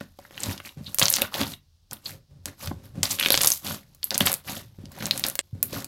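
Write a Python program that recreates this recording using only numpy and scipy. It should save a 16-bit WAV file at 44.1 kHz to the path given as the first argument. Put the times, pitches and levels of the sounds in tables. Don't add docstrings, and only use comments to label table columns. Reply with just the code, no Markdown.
import sys
import numpy as np
from scipy import signal
from scipy.fft import rfft, irfft
from scipy.io import wavfile
from scipy.ndimage import uniform_filter1d

SR = 44100
rng = np.random.default_rng(int(sys.argv[2]) if len(sys.argv) > 2 else 0)


def wrap_up_sound(samples):
    columns = np.atleast_2d(samples).T
    tamed = np.clip(columns, -1, 1)
    steps = np.round(tamed * 32767).astype(np.int16)
    wavfile.write(sys.argv[1], SR, steps)


N = 258867
TIME = np.arange(N) / SR
BREAK_S, RESUME_S = 5.413, 5.43
EDGE_HZ = 16050


def gain_of(db):
    return 10 ** (np.asarray(db) / 20)


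def evened(x):
    return x / np.sqrt(np.mean(x ** 2) + 1e-20)


def per_ms(x):
    return x / np.sqrt(np.sum(x ** 2) / (SR / 1000) + 1e-20)


def read(points, hz):
    f, value = np.transpose(points)
    return np.interp(np.log(hz + 1), np.log(f + 1), value)


def coloured(x, points):
    gains = gain_of(read(points, np.fft.rfftfreq(len(x), 1 / SR)))
    return irfft(rfft(x) * gains, len(x))


def high_pass(x, hz):
    return signal.lfilter(*signal.butter(2, hz, "high", fs=SR), x)


def add(mix, s, sound):
    part = mix[max(round(s * SR), 0):][:len(sound)]
    part += sound[:len(part)]


# (frequency [Hz], relative level [dB])
HUSH_COLOUR = [(15, -27.5), (32, 3), (58, -6.5), (80, 7.5), (114, -6.5), (300, -28), (863, -31),
               (2110, -37), (3520, -27.5), (5200, -25.5), (7500, -36), (16000, -40)]


def hush(level_db=-61.5):
    return gain_of(level_db) * evened(coloured(rng.standard_normal(N), HUSH_COLOUR))


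ENTRY_DB, SAG_DB_PER_S, RELEASE_DB_PER_S = -25, 30.5, 273.5
SETTLE_DB, SETTLE_DB_PER_S = -33.5, 109.5


def movement(start, swell_s, hold_s, db):
    t = TIME - start
    since_release = np.maximum(t - swell_s - hold_s, 0)
    rise_db = ENTRY_DB * np.maximum(1 - t / max(swell_s, .001), 0)
    sag_db = -SAG_DB_PER_S * np.maximum(t - swell_s, 0)
    settling_db = SETTLE_DB - SETTLE_DB_PER_S * since_release
    release_db = np.maximum(-RELEASE_DB_PER_S * since_release, settling_db)
    level_db = np.maximum(db + rise_db + sag_db + release_db, -150)
    sounding = (t > 0) & ((TIME < BREAK_S) | (start > BREAK_S))
    return sounding * gain_of(level_db) ** 2


# (start [s], swell [s], hold [s], relative level [dB],
# brightness [dB], share of low squelch [dB])
FINGER_STROKES = [(0.002, 0.0012, 0.0064, -52.5, -4.5, 0), (0.173, 0.018, 0.17, -62, -2.5, -2),
                  (0.308, 0.16, 0.062, -38.5, -2, 0.5), (0.611, 0.043, 0.017, -48, 2, -4),
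                  (0.802, 0.046, 0.16, -55.5, 1.5, -5.5), (0.989, 0.039, 0.003, -26, -2.5, -16.5),
                  (1.064, 0.027, 0.085, -39.5, 3, -12.5), (1.168, 0.014, 0.0059, -35.5, -4.5, 1),
                  (1.209, 0.0043, 0.0058, -35, -6, -4.5), (1.313, 0.036, 0.038, -35.5, -2, -5.5),
                  (1.367, 0.042, 0.01, -33, -3.5, 4), (1.432, 0.024, 0.067, -44.5, 1, -1.5),
                  (1.902, 0.01, 0.0069, -48.5, -4, 4.5), (2.018, 0.049, 0.029, -45.5, 2.5, -4),
                  (2.453, 0.013, 0.02, -48.5, -4, 6.5), (2.572, 0.054, 0.029, -41.5, 0.5, -5.5),
                  (2.82, 0.019, 0.015, -57.5, -2.5, 2), (3.032, 0.002, 0.03, -35.5, 0, -8.5),
                  (3.08, 0.029, 0.0051, -32, 4, -5.5), (3.157, 0.041, 0.072, -36, 0.5, -10),
                  (3.31, 0.008, 0.075, -35, 0, -7.5), (3.404, 0.025, 0.0068, -27, 0.5, -11.5),
                  (3.467, 0.0068, 0.067, -41.5, 11, -18.5), (3.609, 0.056, 0.069, -37.5, 0, -0.5),
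                  (4.01, 0.029, 0.037, -55.5, -0.5, -4), (4.109, 0.0018, 0.005, -39, -5.5, -1.5),
                  (4.138, 0.0056, 0.074, -47.5, -4.5, 1), (4.208, 0.0017, 0.012, -32, -2, 3),
                  (4.25, 0.0079, 0.022, -28.5, -2.5, -11.5), (4.29, 0.013, 0.018, -41, -4, -8.5),
                  (4.44, 0.041, 0.1, -39.5, 0, 0), (4.895, 0.15, 0.019, -39, -4.5, 4.5),
                  (5.118, 0.0042, 0.091, -43.5, -1, 1), (5.244, 0.003, 0.026, -37.5, -2, -1),
                  (5.624, 0.0028, 0.015, -52.5, 2, 13), (5.664, 0.069, 0.073, -41.5, -1, 5)]
# (lifted [s], back [s])
FINGERS_LIFTED = [(1.55, 1.9), (2.18, 2.43)]


def kneading(resting_db=-73.5, large_tilt=1.0, small_tilt=0.049):
    lifted = sum((TIME > up) & (TIME < down) for up, down in FINGERS_LIFTED)
    power = np.full((4, N), gain_of(resting_db) ** 2)
    for start, swell_s, hold_s, db, bright_db, low_db in FINGER_STROKES:
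        shares_db = [low_db, -large_tilt * bright_db, small_tilt * bright_db, bright_db]
        shares = gain_of(shares_db) ** 2
        power += shares[:, None] * movement(start, swell_s, hold_s, db)
    touching = 1 - uniform_filter1d(lifted * 1., size=1024)
    return np.sqrt(power) * touching


def clumps(smoothing_s=0.0038, depth_db=2):
    size = round(smoothing_s * SR)
    surge = uniform_filter1d(rng.standard_normal(N), size)
    surge = evened(uniform_filter1d(surge, size))
    return evened(gain_of(depth_db * surge))


def ring(hz, q, size=4096, glide=0.064):
    hz = min(hz, EDGE_HZ)
    cycles = hz * np.arange(size) / SR
    age = np.pi * cycles / max(q, .5)
    turns = np.cumsum(1 + glide * np.tanh(age - 2)) * hz / SR
    return per_ms(cycles * np.exp(-age) * np.sin(2 * np.pi * turns))


def bursts(per_s, spread_db):
    sizes = gain_of(spread_db * np.minimum(rng.exponential(1, N), 3.6))
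    return sizes * (rng.random(N) < per_s / SR)


def bubbles(low_hz, high_hz, per_s, spread_db, q, count=22):
    out = np.zeros(N)
    for hz in np.geomspace(low_hz, high_hz, count):
        out += signal.oaconvolve(bursts(per_s / count, spread_db), ring(hz, q))[:N]
    return evened(out)


def threads(ticks, low_hz, high_hz):
    band = signal.butter(2, [low_hz, min(high_hz, EDGE_HZ)], "band", fs=SR)
    return evened(signal.lfilter(*band, ticks))


# (frequency [Hz], level [dB])
FINE_COLOUR = [(30, -20.5), (70, 6), (120, -1.5), (300, -1.5), (450, -9.5), (700, -4), (2200, -3),
               (4000, 4.5), (7000, 0.5), (9300, -5), (12000, 5), (16000, -4)]


def crackle(small_db=-3.5, fizz_db=0.5, thread_db=-12, stray_db=-5.0):
    squelch, large, small, fizz = kneading() * clumps()
    ticks = bursts(per_s=590, spread_db=2.5) * rng.standard_normal(N)
    thread = gain_of(thread_db)
    strays = small * bubbles(1000, 6700, per_s=80, spread_db=4.5, q=2.6, count=12)
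    large_mix = bubbles(427, 2053, per_s=1000, spread_db=3.5, q=3.33) + thread * threads(ticks, 370, 2600)
    small_mix = bubbles(2300, 6700, per_s=1200, spread_db=1.0, q=4.4) + thread * threads(ticks, 2900, 5300)
    fizz_mix = bubbles(7400, 14000, per_s=1600, spread_db=3.5, q=1.9) + thread * threads(ticks, 7000, 16000)
    out = squelch * bubbles(115, 430, per_s=900, spread_db=3.0, q=2.43)
    out += large * large_mix
    out += gain_of(small_db) * small * small_mix
    out += gain_of(fizz_db) * fizz * fizz_mix
    return coloured(out, FINE_COLOUR) + gain_of(stray_db) * strays


def snap(low_hz, high_hz=9000, tear_s=0.0004, size=512):
    t = np.arange(size) / SR
    burst = rng.standard_normal(size) * np.exp(-t / tear_s)
    burst[2] += 1
    burst = signal.lfilter(*signal.butter(1, high_hz, fs=SR), burst)
    return per_ms(high_pass(burst, low_hz))


def scatter(echo_db, fade_s, first_s=0.00054, size=600):
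    t = np.arange(size) / SR
    hits = (rng.random(size) < .2) * (t > first_s)
    taps = rng.standard_normal(size) * hits * np.exp(-t / fade_s)
    taps *= gain_of(echo_db) / (np.linalg.norm(taps) + 1e-12)
    taps[0] = 1
    return taps


# (time [s], relative level [dB], middle pitch [Hz],
# ring sharpness Q, of which the ring uses at least 0.5)
LOUD_POPS = [(0.0097, -28.5, 1400, 0.3), (0.1886, -30.5, 720, 1.8), (0.2507, -39, 1690, 1),
             (0.3087, -40.5, 1500, 0.37), (0.378, -26, 2700, 1.35), (0.404, -28, 8050, 4.7),
             (0.414, -38.5, 1800, 1.2), (0.4344, -18.5, 7500, 2), (0.5287, -31.5, 5300, 4.4),
             (0.578, -31.5, 4200, 0.86), (0.6014, -29.5, 2120, 0.84), (0.691, -34, 3400, 2.6),
             (0.873, -33.5, 4170, 2.1), (0.9456, -16, 12500, 2.4), (0.986, -11.5, 6230, 0.54),
             (0.9955, -2.5, 8050, 0.21), (1.016, -10.5, 2860, 0.71), (1.056, -11, 5560, 2.9),
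             (1.064, -16, 4200, 3), (1.0831, -11.5, 5240, 1), (1.1, -13, 13400, 5.2),
             (1.1028, -10.5, 12000, 3.6), (1.1271, -14.5, 10000, 1.5), (1.139, -8, 5640, 1.34),
             (1.163, -15, 9400, 0.95), (1.168, -16.5, 3720, 1.1), (1.1846, -22, 3750, 0.66),
             (1.219, -11.5, 12500, 3.2), (1.2197, -13.5, 3000, 1.8), (1.25, -26.5, 1480, 1.5),
             (1.3421, -20, 3500, 1.3), (1.358, -25, 3920, 3.5), (1.4132, -19.5, 2960, 1.8),
             (1.4152, -19.5, 4450, 3.8), (1.537, -28.5, 3700, 3.5), (1.9116, -30, 6330, 1.7),
             (1.9322, -22.5, 12000, 1.55), (2.4574, -21.5, 6300, 0.55), (2.6742, -26.5, 3640, 0.55),
             (3.0315, -7, 5200, 0.72), (3.1878, -22, 2960, 1.3), (3.197, -14.5, 3470, 1.7),
             (3.1992, -15, 11800, 3.4), (3.2107, -15.5, 2460, 2), (3.2274, -15.5, 3060, 1.3),
             (3.2362, -18.5, 2850, 1.2), (3.249, -17.5, 3220, 1.3), (3.2605, -8, 3100, 1.6),
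             (3.2857, -17, 4320, 0.54), (3.3046, -9.5, 3800, 1.5), (3.3046, -18, 1000, 0.93),
             (3.32, -13.5, 4660, 2.3), (3.323, -8.5, 12300, 9.3), (3.3297, -17, 4260, 4.5),
             (3.3328, -14.5, 11100, 6.5), (3.3427, -9, 2950, 0.61), (3.3522, -15, 4210, 1.2),
             (3.3758, -10, 4500, 0.7), (3.4087, -16.5, 4150, 0.63), (3.413, -14.5, 4700, 0.81),
             (3.417, -11.5, 11000, 1.4), (3.4341, -11.5, 7750, 1.3), (3.4469, -8.5, 6850, 0.33),
             (3.46, -11, 12100, 5.4), (3.4724, -9, 5900, 2.6), (3.4786, -8, 9080, 1.2),
             (3.5034, -12, 9600, 1.2), (3.5192, -9.5, 6170, 4.2), (3.5254, -17.5, 12200, 5.3),
             (3.6677, -24, 4100, 1.2), (3.948, -42, 10100, 0.77), (4.0305, -22.5, 4270, 1.9),
             (4.0425, -13, 12200, 5.7), (4.1072, -16, 4630, 1.7), (4.1511, -22.5, 6540, 0.45),
             (4.1563, -21.5, 3200, 0.4), (4.179, -10, 10400, 1.4), (4.205, -16.5, 11400, 2),
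             (4.263, -17, 7500, 4.2), (4.2714, -10.5, 2920, 0.78), (4.318, -16, 11200, 1.5),
             (4.329, -15, 12000, 2.8), (4.3405, -14.5, 9500, 1.1), (4.8557, -39, 4370, 1.1),
             (4.9185, -37, 9300, 0.43), (5.025, -24.5, 3030, 0.41), (5.0567, -19.5, 6370, 1.5),
             (5.0673, -22.5, 14100, 0.77), (5.1103, -7.5, 4080, 2.05), (5.1771, -20.5, 7660, 0.62),
             (5.1956, -19, 14080, 1.8), (5.2395, -12, 4220, 1.56), (5.2505, -22, 2600, 0.41),
             (5.266, -16.5, 8600, 0.32), (5.2853, -16, 11400, 2.3), (5.2995, -20, 10800, 1.6),
             (5.3546, -19, 11240, 0.8), (5.3912, -15, 7880, 5.8), (5.3912, -16, 3000, 0.69),
             (5.6288, -6.5, 13060, 2.9), (5.7303, -30.5, 5700, 0.53), (5.8452, -24, 8050, 0.24)]


def pops(ring_db=0.5, snap_db=-13, open_db=-15, muffling=0.3, depth_db=2.5, shallow_hz=7000):
    out = np.zeros(N)
    for s, db, hz, q in LOUD_POPS:
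        pop = gain_of(db + ring_db) * ring(hz, q, size=1024)
        add(pop, 0, gain_of(db + snap_db) * snap(low_hz=min(hz, 6000)))
        faint_db = muffling * max(open_db - db, 0)
        large_db = depth_db * max(np.log2(shallow_hz / hz), 0)
        paths = scatter(echo_db=-7.5 + faint_db + large_db, fade_s=0.0023)
        add(out, s, signal.fftconvolve(pop, paths / np.linalg.norm(paths)))
    return out


# (time [s], relative peak level [dB], middle pitch [Hz])
AIR_POCKETS = [(0.01, -30, 227), (0.479, -23.5, 86), (0.486, -22.5, 240), (0.771, -27, 142),
               (0.809, -31.5, 173), (0.877, -34.5, 175), (1.024, -21, 149), (1.221, -21.5, 580),
               (1.411, -20, 257), (2.714, -29, 177), (2.961, -37.5, 286), (2.977, -24.5, 162),
               (2.99, -27, 250), (3.261, -24, 290), (3.304, -20, 485), (4.211, -14.5, 201),
               (4.787, -40.5, 291), (4.838, -33.5, 232.5), (5.529, -25.5, 111), (5.552, -34.5, 234),
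               (5.733, -26.5, 447)]


def thuds(lowest_hz=76):
    out = np.zeros(N)
    for s, db, hz in AIR_POCKETS:
        thud = ring(hz, q=1.3)
        add(out, s, gain_of(db) * thud / abs(thud).max())
    return high_pass(out, lowest_hz)


# (time [s], length [s], relative level [dB], middle pitch [Hz],
# ring sharpness Q)
AIR_SQUIRTS = [(0.436, 0.0061, -31, 4300, 1.5), (0.663, 0.016, -44, 2100, 1.3),
               (0.853, 0.051, -48, 3700, 4.4), (0.862, .008, -36.5, 4060, 5.8),
               (1.024, 0.0029, -12, 3800, 2.5), (1.147, 0.015, -26.5, 6000, 1.6),
               (2.056, 0.01, -30, 4370, 4.1), (2.71, 0.009, -31, 730, 0.71),
               (2.966, 0.022, -51.5, 520, 1.3), (3.0262, 0.0017, -32, 7050, 0.66),
               (3.053, 0.0038, -22.5, 4800, 2.6), (3.106, 0.016, -26, 6900, 1.5),
               (3.304, .002, -14, 11600, 5.5), (3.473, 0.0027, -10.5, 10600, 2.7),
               (4.1423, 0.0072, -23.5, 5800, 1.8), (4.207, 0.0021, -11, 2920, 0.83),
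               (4.257, 0.013, -21.5, 11400, 3.2), (4.474, 0.024, -38.5, 2200, 1.2)]


def squirts(per_s=2600, spread_db=2.5):
    out = np.zeros(N)
    t = TIME[:2048]
    for s, length, db, hz, q in AIR_SQUIRTS:
        sizes = rng.standard_normal(len(t)) * gain_of(spread_db * rng.standard_normal(len(t)))
        flaps = sizes * (rng.random(len(t)) < per_s / SR)
        flow = np.sqrt(np.maximum(np.sin(np.pi * np.minimum(t / length, 1)), 0))
        run = signal.fftconvolve(flaps * flow, ring(hz, q))[:len(t)]
        add(out, s, gain_of(db) * evened(run) * np.sqrt(length / t[-1]))
    return out


# (start [s], swell [s], hold [s],
# relative level of the rumble [dB], relative level of the skin's rustle [dB])
MASS_SHIFTS = [(0.759, 0.015, 0.03, -34, -44.5), (0.86, 0.028, 0.017, -43, -53),
               (2.082, 0.035, 0.04, -43, -47.5), (2.275, 0.035, 0.096, -46, -59.5),
               (2.627, 0.046, 0.032, -30, -43.5), (2.733, 0.026, 0.15, -43.5, -52),
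               (2.921, 0.036, 0.072, -32, -42), (3.76, 0.014, 0.19, -51.5, -66),
               (4.596, 0.02, 0.11, -46, -61.5), (4.781, 0.0064, 0.093, -38.5, -50),
               (5.533, 0.015, 0.068, -43.5, -51)]
# (frequency [Hz], level [dB])
RUBBING_COLOUR = [(100, -4), (300, -4), (1000, -9), (2200, -6.5), (4500, -2.5), (15000, 0)]


def shifting(rumble_db=-6, rustle_db=-5):
    power = np.zeros((2, N))
    for start, swell_s, hold_s, bump_db, skin_db in MASS_SHIFTS:
        power += gain_of([[bump_db], [skin_db]]) ** 2 * movement(start, swell_s, hold_s, 0)
    bump, rub = np.sqrt(power)
    rumble = bubbles(60, 170, per_s=1400, spread_db=3.5, q=4.2, count=8)
    rumble = evened(high_pass(rumble, 52))
    slips = bursts(per_s=5500, spread_db=0.8) * rng.standard_normal(N)
    band = signal.butter(1, [170, 430], "band", fs=SR)
    rustle = evened(signal.lfilter(*band, coloured(slips, RUBBING_COLOUR)))
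    return gain_of(rumble_db) * bump * rumble + gain_of(rustle_db) * rub * rustle


# (frequency [Hz], level [dB], time to fade by 60 dB [s])
TABLE_TOP = [(80, -3.5, 0.18), (144, 1.5, 0.43), (194, -8, 0.26), (273, -3, 0.14), (357, -7, 0.23),
             (563, 3, 0.069)]


def table(x):
    out = x.copy()
    for hz, db, t60 in TABLE_TOP:
        sharpness = hz * t60 / 2.2
        out += gain_of(db) * signal.lfilter(*signal.iirpeak(hz, sharpness, SR), x)
    return out


# (frequency [Hz], time to fade by 60 dB [s])
ROOM_DECAY = [(100, 0.34), (500, 0.18), (2000, 0.23), (6000, 0.13), (15000, 0.18)]


def room(x, wet_db, wall_s=0.0095, wall_db=-19, size=16384):
    taps = rng.standard_normal(size) * (rng.random(size) < .15) * (TIME[:size] > .003)
    hz, t, z = signal.stft(taps, SR, nperseg=256)
    decay = gain_of(-60 * t / read(ROOM_DECAY, hz)[:, None])
    tail = signal.istft(z * decay, SR, nperseg=256)[1]
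    tail *= gain_of(wet_db) / np.linalg.norm(tail)
    add(tail, wall_s, gain_of([wall_db]))
    tail[0] += 1
    before = signal.oaconvolve(x, tail)[:N] * (TIME < BREAK_S)
    after = signal.oaconvolve(x * (TIME > RESUME_S), tail)[:N]
    return before + after


def scene():
    near = room(table(pops() + squirts()), wet_db=-12.0)
    under = room(table(crackle() + thuds() + shifting()), wet_db=-9.5)
    return (near + under + hush())[None]


def record(dry):
    clipped = np.clip(dry, -1, 1)
    low_pass = signal.firwin(255, EDGE_HZ, window=("kaiser", 9), fs=SR)
    return signal.oaconvolve(clipped, low_pass[None], "same")


dry = scene()
out = record(dry)
wrap_up_sound(out)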